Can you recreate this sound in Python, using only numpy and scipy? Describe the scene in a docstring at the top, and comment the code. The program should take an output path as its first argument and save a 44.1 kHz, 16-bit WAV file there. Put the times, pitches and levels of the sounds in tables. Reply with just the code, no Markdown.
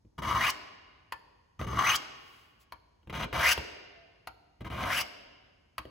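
"""Over a low workshop hush a knife edge lands, catches and rasps down a ceramic rod: four strokes on two rods.
Friction noise drives rod, blade and edge resonances; a blade resonance climbs from heel to tip as hiss grows.
The wooden base rumbles and bumps on the bench, and a rod clicks in its socket, all as noise bursts and damped
modes. Short bright zips, soft faint hiss swells and a faint tone join in; noise tails form the bare room's echoes."""
import sys
import numpy as np
from scipy import signal
from scipy.fft import rfft, irfft, next_fast_len
from scipy.io import wavfile
from scipy.ndimage import uniform_filter1d, map_coordinates

SR = 44100
rng = np.random.default_rng(int(sys.argv[2]) if len(sys.argv) > 2 else 0)


def generate_wav(sig):
    """Save sig (samples, or channels by samples) to the path in sys.argv[1] as 16-bit PCM at SR."""
    pcm = np.round(np.clip(np.atleast_2d(sig).T, -1, 1) * 32767).astype(np.int16)
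    wavfile.write(sys.argv[1], SR, pcm)


N = 260188
TIME = np.arange(N) / SR  # s


def amp(db):
    """Logarithmic level: decibels become an amplitude gain."""
    return 10 ** (np.asarray(db) / 20)


def unit(x):
    """Power normalisation: the signal is scaled to rms 1."""
    return x / np.sqrt(np.mean(x ** 2) + 1e-20)


def along(points, hz):
    """Logarithmic frequency scale: (frequency_hz, value) points are interpolated on it."""
    frequency, value = np.transpose(points)
    return np.interp(np.log(hz + 1), np.log(frequency + 1), value)


def wobble(rate):
    """Slow random modulation: a smooth curve through `rate` random knots a second."""
    knots = rng.standard_normal(int(N * rate / SR) + 4)
    return map_coordinates(knots, [TIME * rate])


def filtered(x, response):
    """Linear filtering: the spectrum of x is multiplied by a response of frequency."""
    size = x.shape[-1]
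    padded = next_fast_len(size + SR // 4)
    hz = np.fft.rfftfreq(padded, 1 / SR)
    return irfft(rfft(x, padded) * response(hz), padded)[..., :size]


def coloured(x, spectrum):
    """Spectral shaping: x is weighted by (frequency_hz, level_db) points, then set to rms 1."""
    return unit(filtered(x, lambda hz: amp(along(spectrum, hz))))


def resonate(x, modes):
    """Modal superposition: x drives parallel resonances of alternating sign, then is set to rms 1."""
    def response(hz):
        total = 0
        for k, (centre, width, db) in enumerate(modes):
            damping = 1j * hz * width
            total = total + (-1) ** k * amp(db) * damping / (centre ** 2 - hz ** 2 + damping)
        return total
    return unit(filtered(x, response))


def gliding(x, centre_hz, width_hz):
    """Time-varying resonance: a spectral peak follows a moving centre; the result is set to rms 1."""
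    hz, t, z = signal.stft(x, SR, nperseg=512)
    centre = np.interp(t, TIME, centre_hz)
    peak = 1 / (1 + ((hz[:, None] - centre) / width_hz) ** 2)
    return unit(signal.istft(z * peak, SR, nperseg=512)[1][:N])


def grit(spiky_db):
    """Granular noise: dense tiny impulses of very unequal size, as when ceramic grains strike the edge."""
    sizes = amp(spiky_db * rng.standard_normal(N))
    return unit(rng.standard_normal(N) * sizes)


def burst(spectrum, t60, attack):
    """Transient excitation: coloured noise rises over `attack` and decays by 60 dB in `t60` seconds."""
    t = np.arange(SR // 2) / SR
    noise = coloured(rng.standard_normal(len(t)), spectrum)
    return noise * amp(-60 * t / t60) * (1 - np.exp(-t / attack))


def struck(modes, attack):
    """Free vibration: damped sinusoidal modes ring at slightly new strengths for each blow."""
    t = np.arange(SR // 2) / SR
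    scatter_db = rng.normal(0, 1.5, len(modes))
    ring = np.zeros(len(t))
    for (hz, db, t60), change_db in zip(modes, scatter_db):
        ring += amp(db + change_db - 60 * t / t60) * np.sin(2 * np.pi * hz * t)
    return ring * (1 - np.exp(-t / attack))


def swells(events):
    """Amplitude envelope: Gaussian swells from (centre_s, half_length_s, level_db) rows."""
    return sum(amp(db) * np.exp(-((TIME - s) / half_s) ** 2) for s, half_s, db in events)


def add(track, s, sound):
    """Linear superposition: a sound is mixed into the track at time s."""
    part = track[max(round(s * SR), 0):][:len(sound)]
    part += sound[:len(part)]


# Spectrum of the workshop hush: frequency_hz [Hz], level_db [dB]
HUSH_SPECTRUM = [(15, -38), (25, 4), (108, -5.5), (354, -22), (545, -29.5), (962, -25), (1190, -33),
                 (2910, -41.5), (6050, -39), (7510, -48), (10700, -48), (16000, -64.5)]
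# Stereo width of the hush and the echoes: frequency_hz [Hz], side_level_db [dB]
STEREO_WIDTH = [(60, -19.5), (170, -11), (350, 2), (2500, -1.5), (3600, -1.5), (5000, 3), (7000, 0)]


def widened(mid, side):
    """Sum and difference stereo: the side signal is weighted by frequency, so the bass is nearly mono."""
    side = filtered(side, lambda hz: amp(along(STEREO_WIDTH, hz)))
    return np.array([mid + side, mid - side])


def air():
    """Stationary broadband noise: the low steady hush of the workshop."""
    mid, side = (coloured(rng.standard_normal(N), HUSH_SPECTRUM) for _ in range(2))
    return amp(-67.5) * widened(mid, side)


def echoes(x, decay, delay):
    """Diffuse reverberation: x is convolved with a noise tail, each frequency dying at its own speed."""
    noise = rng.standard_normal((2, 3 * SR // 2))
    hz, t, z = signal.stft(noise, SR, nperseg=256)
    decayed = z * amp(-60 * t / along(decay, hz)[:, None])
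    tail = widened(*signal.istft(decayed, SR, nperseg=256)[1])
    delayed = np.pad(x, (round(delay * SR), 0))
    return signal.fftconvolve(delayed[None], tail / np.linalg.norm(tail[0]), axes=1)[:, :N]


# Decay of reflections from bench top and shelf: frequency_hz [Hz], t60_s [s]
NEAR_DECAY = [(100, 0.042), (1000, 0.14), (4000, 0.094), (14000, 0.021)]
# Decay of the bare workshop: frequency_hz [Hz], t60_s [s]
WORKSHOP_DECAY = [(60, 0.56), (250, 1.82), (1000, 1.326), (3000, 1.454), (5000, 1.154), (8000, 0.62),
                  (14000, 0.52)]
# Colour of the far echoes: frequency_hz [Hz], level_db [dB]
WALL_COLOUR = [(60, 5.5), (170, -6), (400, 11.5), (700, 3), (1100, 0), (1500, -3.5), (3000, -1), (5000, 3),
               (6200, -4.5), (7500, -2), (14000, -7.5)]


def room(dry):
    """Early and late reflections: a short near tail precedes the long coloured tail of the workshop."""
    near = amp(-6.5) * echoes(dry, NEAR_DECAY, delay=0.0006)
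    far = filtered(dry, lambda hz: amp(along(WALL_COLOUR, hz)))
    return near + amp(-13.5) * echoes(far, WORKSHOP_DECAY, delay=0.012)


# A faint narrow tone: centre_s [s], half_length_s [s], pitch_hz [Hz], level_db [dB before wavering]
FAINT_TONE = (4, 0.11, 678.5, -62)


def faint_tone():
    """Frequency modulation: a thin sine wavers in pitch and level as it swells and fades."""
    s, half_s, hz, db = FAINT_TONE
    phase = 2 * np.pi * np.cumsum(hz + 14 * wobble(30)) / SR
    return amp(1.2 * wobble(20)) * swells([(s, half_s, db)]) * np.sin(phase)


# Soft faint hiss swells: centre_s [s], half_length_s [s], level_db [dB]
FAINT_HISSES = [(2.322, .17, -68.5), (2.618, 0.019, -66)]


def faint_hisses():
    """Amplitude-modulated noise: two soft airy swells of granular noise."""
    spectrum = [(500, -8.5), (2500, -0.5), (6000, -4), (15000, -3)]  # (Hz, dB)
    return swells(FAINT_HISSES) * coloured(grit(spiky_db=4), spectrum)


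# Spectrum of the hard tick of a bump: frequency_hz [Hz], level_db [dB]
TICK_SPECTRUM = [(100, -3.5), (500, 6), (1100, 2), (2000, -4.5), (3000, -0.5), (4000, -17), (6200, -29.5),
                 (8000, -24), (16000, -22.5)]
# Spectrum of the bench rumble and thuds: frequency_hz [Hz], level_db [dB]
BENCH_SPECTRUM = [(25, -28.5), (42, -15), (60, 4), (85, -2), (125, 2), (160, -2), (200, -4.5), (260, -5),
                  (350, -14), (600, -23), (1500, -57)]
# Modes of the bench top: pitch_hz [Hz], level_db [dB before scatter], t60_s [s]
BENCH_MODES = [(57, -4, 0.37), (67, -1, 0.12), (111, 1, 0.072), (147, -2, 0.034), (211, -2.5, 0.072),
               (304, -5.5, 0.13), (453.5, -9, 0.069)]


def bump(tick_db, thump_db):
    """Impact excitation: a hard tick, a dull thud and the damped modes of the bench top."""
    tick = amp(tick_db - 5) * burst(TICK_SPECTRUM, t60=0.02, attack=0.00041)
    thud = amp(thump_db - 3) * burst(BENCH_SPECTRUM, t60=0.15, attack=0.001)
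    board = amp(thump_db - 4.5) * struck(BENCH_MODES, attack=0.0025)
    return tick + thud + board


# The base bumps the bench: start_s [s], tick_level_db, thump_level_db [dB before the trims in bump]
BASE_BUMPS = [(0.049, -67, -52), (1.613, -26, -39), (1.647, -47.5, -35.5), (1.732, -32, -36),
              (3.03, -56, -65), (3.073, -42.5, -42.5), (3.255, -44.5, -37), (3.577, -19.5, -34),
              (5.853, -38.5, -43.5)]


def base_bumps():
    """Rigid-body rocking: the base tips and knocks the bench at the listed times."""
    out = np.zeros(N)
    for s, tick_db, thump_db in BASE_BUMPS:
        add(out, s, bump(tick_db, thump_db))
    return out


# Spectrum of the rod cracking in its socket: frequency_hz [Hz], level_db [dB]
CRACK_SPECTRUM = [(300, -42), (650, -1), (1000, 9), (1800, 1.5), (2900, 0.5), (3700, -10.5), (4500, -2),
                  (5400, -14), (8500, -20.5), (12000, -5.5), (13500, -20), (16000, -14.5)]
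# Modes of the socket wood: pitch_ratio [multiple of knock pitch], level_db [dB before scatter], t60_s [s]
SOCKET_MODES = [(.72, -10.5, 0.0028), (1, 8, 0.021), (1.4, -7.5, 0.042), (1.79, -14, 0.15)]
# Rod clicks: start_s [s], crack_level_db, knock_level_db [dB before trims], knock_pitch_hz [Hz],
# thump_level_db [dB before trim]
ROD_CLICKS = [(1.122, -24.5, -26.5, 980, -56.5), (2.7218, -33, -39, 970, -55.5),
              (4.272, -28, -37, 752, -54.5), (5.7805, -22.5, -40, 900, -45)]


def rod_clicks():
    """Successive impacts: the rod cracks on its socket, knocks the wood and then shakes the bench."""
    out = np.zeros(N)
    for s, crack_db, knock_db, knock_hz, thump_db in ROD_CLICKS:
        socket = np.multiply(SOCKET_MODES, [knock_hz, 1, 1])
        add(out, s, amp(crack_db - 3.5) * burst(CRACK_SPECTRUM, t60=0.03, attack=0.001))
        add(out, s + 0.0018, amp(knock_db - 5) * struck(socket, attack=0.0002))
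        add(out, s + 0.008, amp(thump_db + 1) * struck(BENCH_MODES, attack=0.005))
    return out


# Spectrum of the friction hiss: frequency_hz [Hz], level_db [dB]
HISS_SPECTRUM = [(1500, -46), (3500, -5.5), (5200, 2), (7000, -4), (11000, -9), (14500, -7), (16000, -8)]
# The tip slips off the rod: centre_s [s], level_db [dB]
TIP_FLICKS = [(0.503, -32), (1.96, -28.5)]


def tip_flicks():
    """Frictional release: the tip leaves the rod with a short bright zip of granular noise."""
    envelope = swells([(s, 0.0055, db) for s, db in TIP_FLICKS])
    return envelope * coloured(grit(spiky_db=3), HISS_SPECTRUM)


# Positions along the edge: heel, start of the belly, mid belly, tip, very point [place number]
EDGE_PLACES = [0, 1, 1.5, 2, 3]
# One row per place, shared by all strokes: ring_db, rasp_db, hiss_db, squeal_db, rumble_db [dB change;
# hiss before its growth factor], blade_hz, squeal_hz [Hz before unsteadiness]
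EDGE_PROFILE = [ (-16.5, -14.5, -13, -12.5, -1, 1050, 6170), (0.5, 0, 0, 0.5, 1, 1100, 6170),
                (-0.5, 6.5, 5.5, 2.5, -5, 1850, 6100), (-1, 8.5, 12.5, 11, -9.5, 2800, 6200),
                (-3.5, 4, 13.5, -0.5, -13, 2900, 6500), ]


def travel(lands, belly, tip, leaves, lateness):
    """Moving contact: each profile column over time as the contact runs from heel to point."""
    place = np.interp(TIME, [lands, belly, tip, leaves], np.arange(4))
    place = np.where(place < 1, place ** lateness, place)
    return [np.interp(place, EDGE_PLACES, column) for column in np.transpose(EDGE_PROFILE)]


# The edge skips off the rod and catches again: catch_s [s], time_off_s [s]
EDGE_SKIPS = [(0.221, 0.023), (1.668, 0.019), (3.127, .022), (3.328, 0.083), (4.646, 0.027), (4.701, 0.024)]


def touching(lands, leaves, release_s):
    """Intermittent contact: gain is near 1 on the rod and decays exponentially once the edge is off."""
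    on = (TIME >= lands) & (TIME <= leaves)
    for s, off_s in EDGE_SKIPS:
        on = on & ~((TIME > s - off_s) & (TIME < s))
    last_touch = np.maximum.accumulate(np.where(on, TIME, -1))
    return uniform_filter1d(np.exp((last_touch - TIME) / release_s), size=220)  # softens the corners


# Resonances of each rod in its base: centre_hz [Hz before the stroke's pitch factor], width_hz [Hz],
# level_db [dB]
LEFT_ROD_MODES = [(683, 220, -12.5), (843, 140, -7.5), (1047, 130, 0.5), (1235, 290, -5)]
RIGHT_ROD_MODES = [(584, 113, -7.5), (738, 53, -1.5), (933, 97, -3), (1076, 150, -2), (1294, 100, -5)]
# Resonances of the blade pressed on each rod: centre_hz [Hz], width_hz [Hz], level_db [dB]
LEFT_BLADE_MODES = [(1491, 68, 3), (1774, 150, 2), (2120, 290, 1.5), (2293, 120, 1.5), (2880, 150, -1),
                    (3350, 150, -6.5), (3780, 380, -10.5)]
RIGHT_BLADE_MODES = [(1518, 170, 2), (2090, 120, 1.5), (2333, 230, -2), (2856, 150, 0), (2814, 130, 2),
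                     (3086, 110, -3.5), (3290, 62, -4.5), (3950, 530, -12.5)]
RODS = {"left": (LEFT_ROD_MODES, LEFT_BLADE_MODES), "right": (RIGHT_ROD_MODES, RIGHT_BLADE_MODES)}
# Resonances of the thin edge: centre_hz [Hz], width_hz [Hz], level_db [dB]
THIN_EDGE_MODES = [(4470, 300, -11), (4996, 380, -3.5), (5320, 320, -5.5), (5880, 150, -1.5),
                   (7960, 170, -7), (9200, 110, -10.5), (10010, 270, -3.5), (12140, 1000, -6.5),
                   (13800, 790, -6), (15600, 280, -12.5)]
# One row per stroke: rod, start_s, belly_s, tip_s, leave_s [s], pressure_lateness [exponent, 1 = even],
# rod_pitch [factor], ring_db, rasp_db, hiss_db [dB before the edge profile], hiss_growth [factor],
# squeal_db, rumble_db [dB before the edge profile]
KNIFE_STROKES = [ ("left", 0.181, 0.355, 0.464, 0.5, .6, 1, -32, -38.5, -53, .7, -54.5, -40),
                 ("left", 1.593, 1.793, 1.900, 1.955, 4.5, 1.065, -30, -37.5, -53.5, 0.86, -51, -38.5),
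                 ("right", 3.097, 3.373, 3.500, 3.531, 0.93, 0.98, -34, -33.5, -48, 1.22, -54, -40.5),
                 ("right", 4.607, 4.848, 4.965, 5.0167, 0.97, 1, -37.5, -40, -55, 1.226, -65.5, -41.5), ]
RELEASE_S, BENCH_RELEASE_S = 0.0048, 0.018  # off the rod, friction dies at once and the bench soon after
CATCH_TICK_DB, CATCH_THUMP_DB = 15, -4.5  # a landing, relative to the rasp there and the stroke's rumble
HARDER_DB_PER_S = 77  # the longer the edge was off, the harder it thumps
WANDER = 0.051  # relative unsteadiness of the climbing resonances
LOWER_RATIO, LOWER_DB = 0.64, -9  # a weaker blade resonance climbs below the main one


def stroke(rod_name, lands, belly, tip, leaves, lateness, pitch,
           ring_db, rasp_db, hiss_db, growth, squeal_db, rumble_db):
    """Friction-driven vibration: grit excites rod, blade and edge; the bench rumbles and landings knock."""
    rod_modes, blade_modes = RODS[rod_name]
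    ring, rasp, hiss, whine, rumble, blade_hz, squeal_hz = travel(lands, belly, tip, leaves, lateness)
    tipward = np.clip((blade_hz - 1050) / 700, 0, 1)  # the climbing resonances take over past the heel
    chatter = amp(1.2 * wobble(150) + 1.2 * wobble(45))  # the edge grips and slips

    pitched_modes = np.multiply(rod_modes, [pitch, 1, 1])
    rod = amp(ring_db + ring - 2 * tipward) * resonate(grit(spiky_db=5), pitched_modes)

    body = amp(-4 * tipward) * resonate(grit(spiky_db=7), blade_modes)
    upper_hz = blade_hz * (1 + WANDER * wobble(70))
    lower_hz = LOWER_RATIO * blade_hz * (1 + WANDER * wobble(70))
    upper = amp(-2.5) * gliding(grit(spiky_db=4), upper_hz, width_hz=220)
    lower = amp(LOWER_DB) * gliding(grit(spiky_db=4.5), lower_hz, width_hz=150)
    blade = amp(rasp_db + rasp) * (body + tipward * (upper + lower))

    edge_ring = resonate(grit(spiky_db=2.5), THIN_EDGE_MODES)
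    edge_noise = 0.79 * coloured(grit(spiky_db=6.5), HISS_SPECTRUM)
    edge = amp(hiss_db + growth * hiss) * (edge_ring + edge_noise)
    squeal_tone = gliding(grit(spiky_db=3), squeal_hz + 50 * wobble(22), width_hz=40)
    squeal = amp(squeal_db + whine + 3 * wobble(25)) * squeal_tone

    bench = amp(rumble_db + rumble) * coloured(rng.standard_normal(N), BENCH_SPECTRUM)
    out = touching(lands, leaves, RELEASE_S) * chatter * (rod + blade + edge + squeal)
    out += touching(lands, leaves, BENCH_RELEASE_S) * bench

    catches = [skip for skip in EDGE_SKIPS if lands < skip[0] < leaves]
    for s, off_s in [(lands, 0)] + catches:
        tick_db = rasp_db + np.interp(s, TIME, rasp) + CATCH_TICK_DB
        thump_db = rumble_db + CATCH_THUMP_DB + HARDER_DB_PER_S * off_s
        add(out, s, bump(tick_db, thump_db))
    return out


# Level difference of the direct sound: frequency_hz [Hz], left_minus_right_db [dB]
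LEFT_LEAN = [(150, 0.5), (1000, 1.5), (2000, 1.5), (3000, 5), (5000, 7.5), (6000, -0.5)]


def scene():
    """Direct and reverberant fields: the sharpener is close, slightly left, amid reflections and hush."""
    dry = sum(stroke(*row) for row in KNIFE_STROKES)
    dry = dry + tip_flicks() + rod_clicks() + base_bumps() + faint_hisses() + faint_tone()
    direct = filtered(dry, lambda hz: amp(np.outer([0.5, -0.5], along(LEFT_LEAN, hz))))
    return direct + room(dry) + air()


# Phase between the treble channels: frequency_hz [Hz], left_lead_rad [rad]
TREBLE_PHASE = [(6000, 13.3), (7300, 12.57), (9000, 9.42), (11200, 6.28), (13250, 3.14), (15200, 0),
                (16000, -.6)]
TOP_HZ = 15900  # upper band limit


def record(dry):
    """Interchannel phase: both sides share the left treble, phase-shifted; bass and top are band-limited."""
    def treble(hz):
        return 1 - 1 / (1 + (hz / 6000) ** 40)

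    def shifted_treble(hz):
        lead = np.interp(hz, *np.transpose(TREBLE_PHASE))
        return treble(hz) * np.exp(0.5j * np.outer([1, -1], lead))

    def band(hz):
        return (1 - 1 / (1 + (hz / 42) ** 6)) / (1 + (hz / TOP_HZ) ** 200)

    low = filtered(dry, lambda hz: 1 - treble(hz))
    high = filtered(dry[0], shifted_treble)
    return filtered(low + high, band)


dry = scene()
out = record(dry)
generate_wav(out)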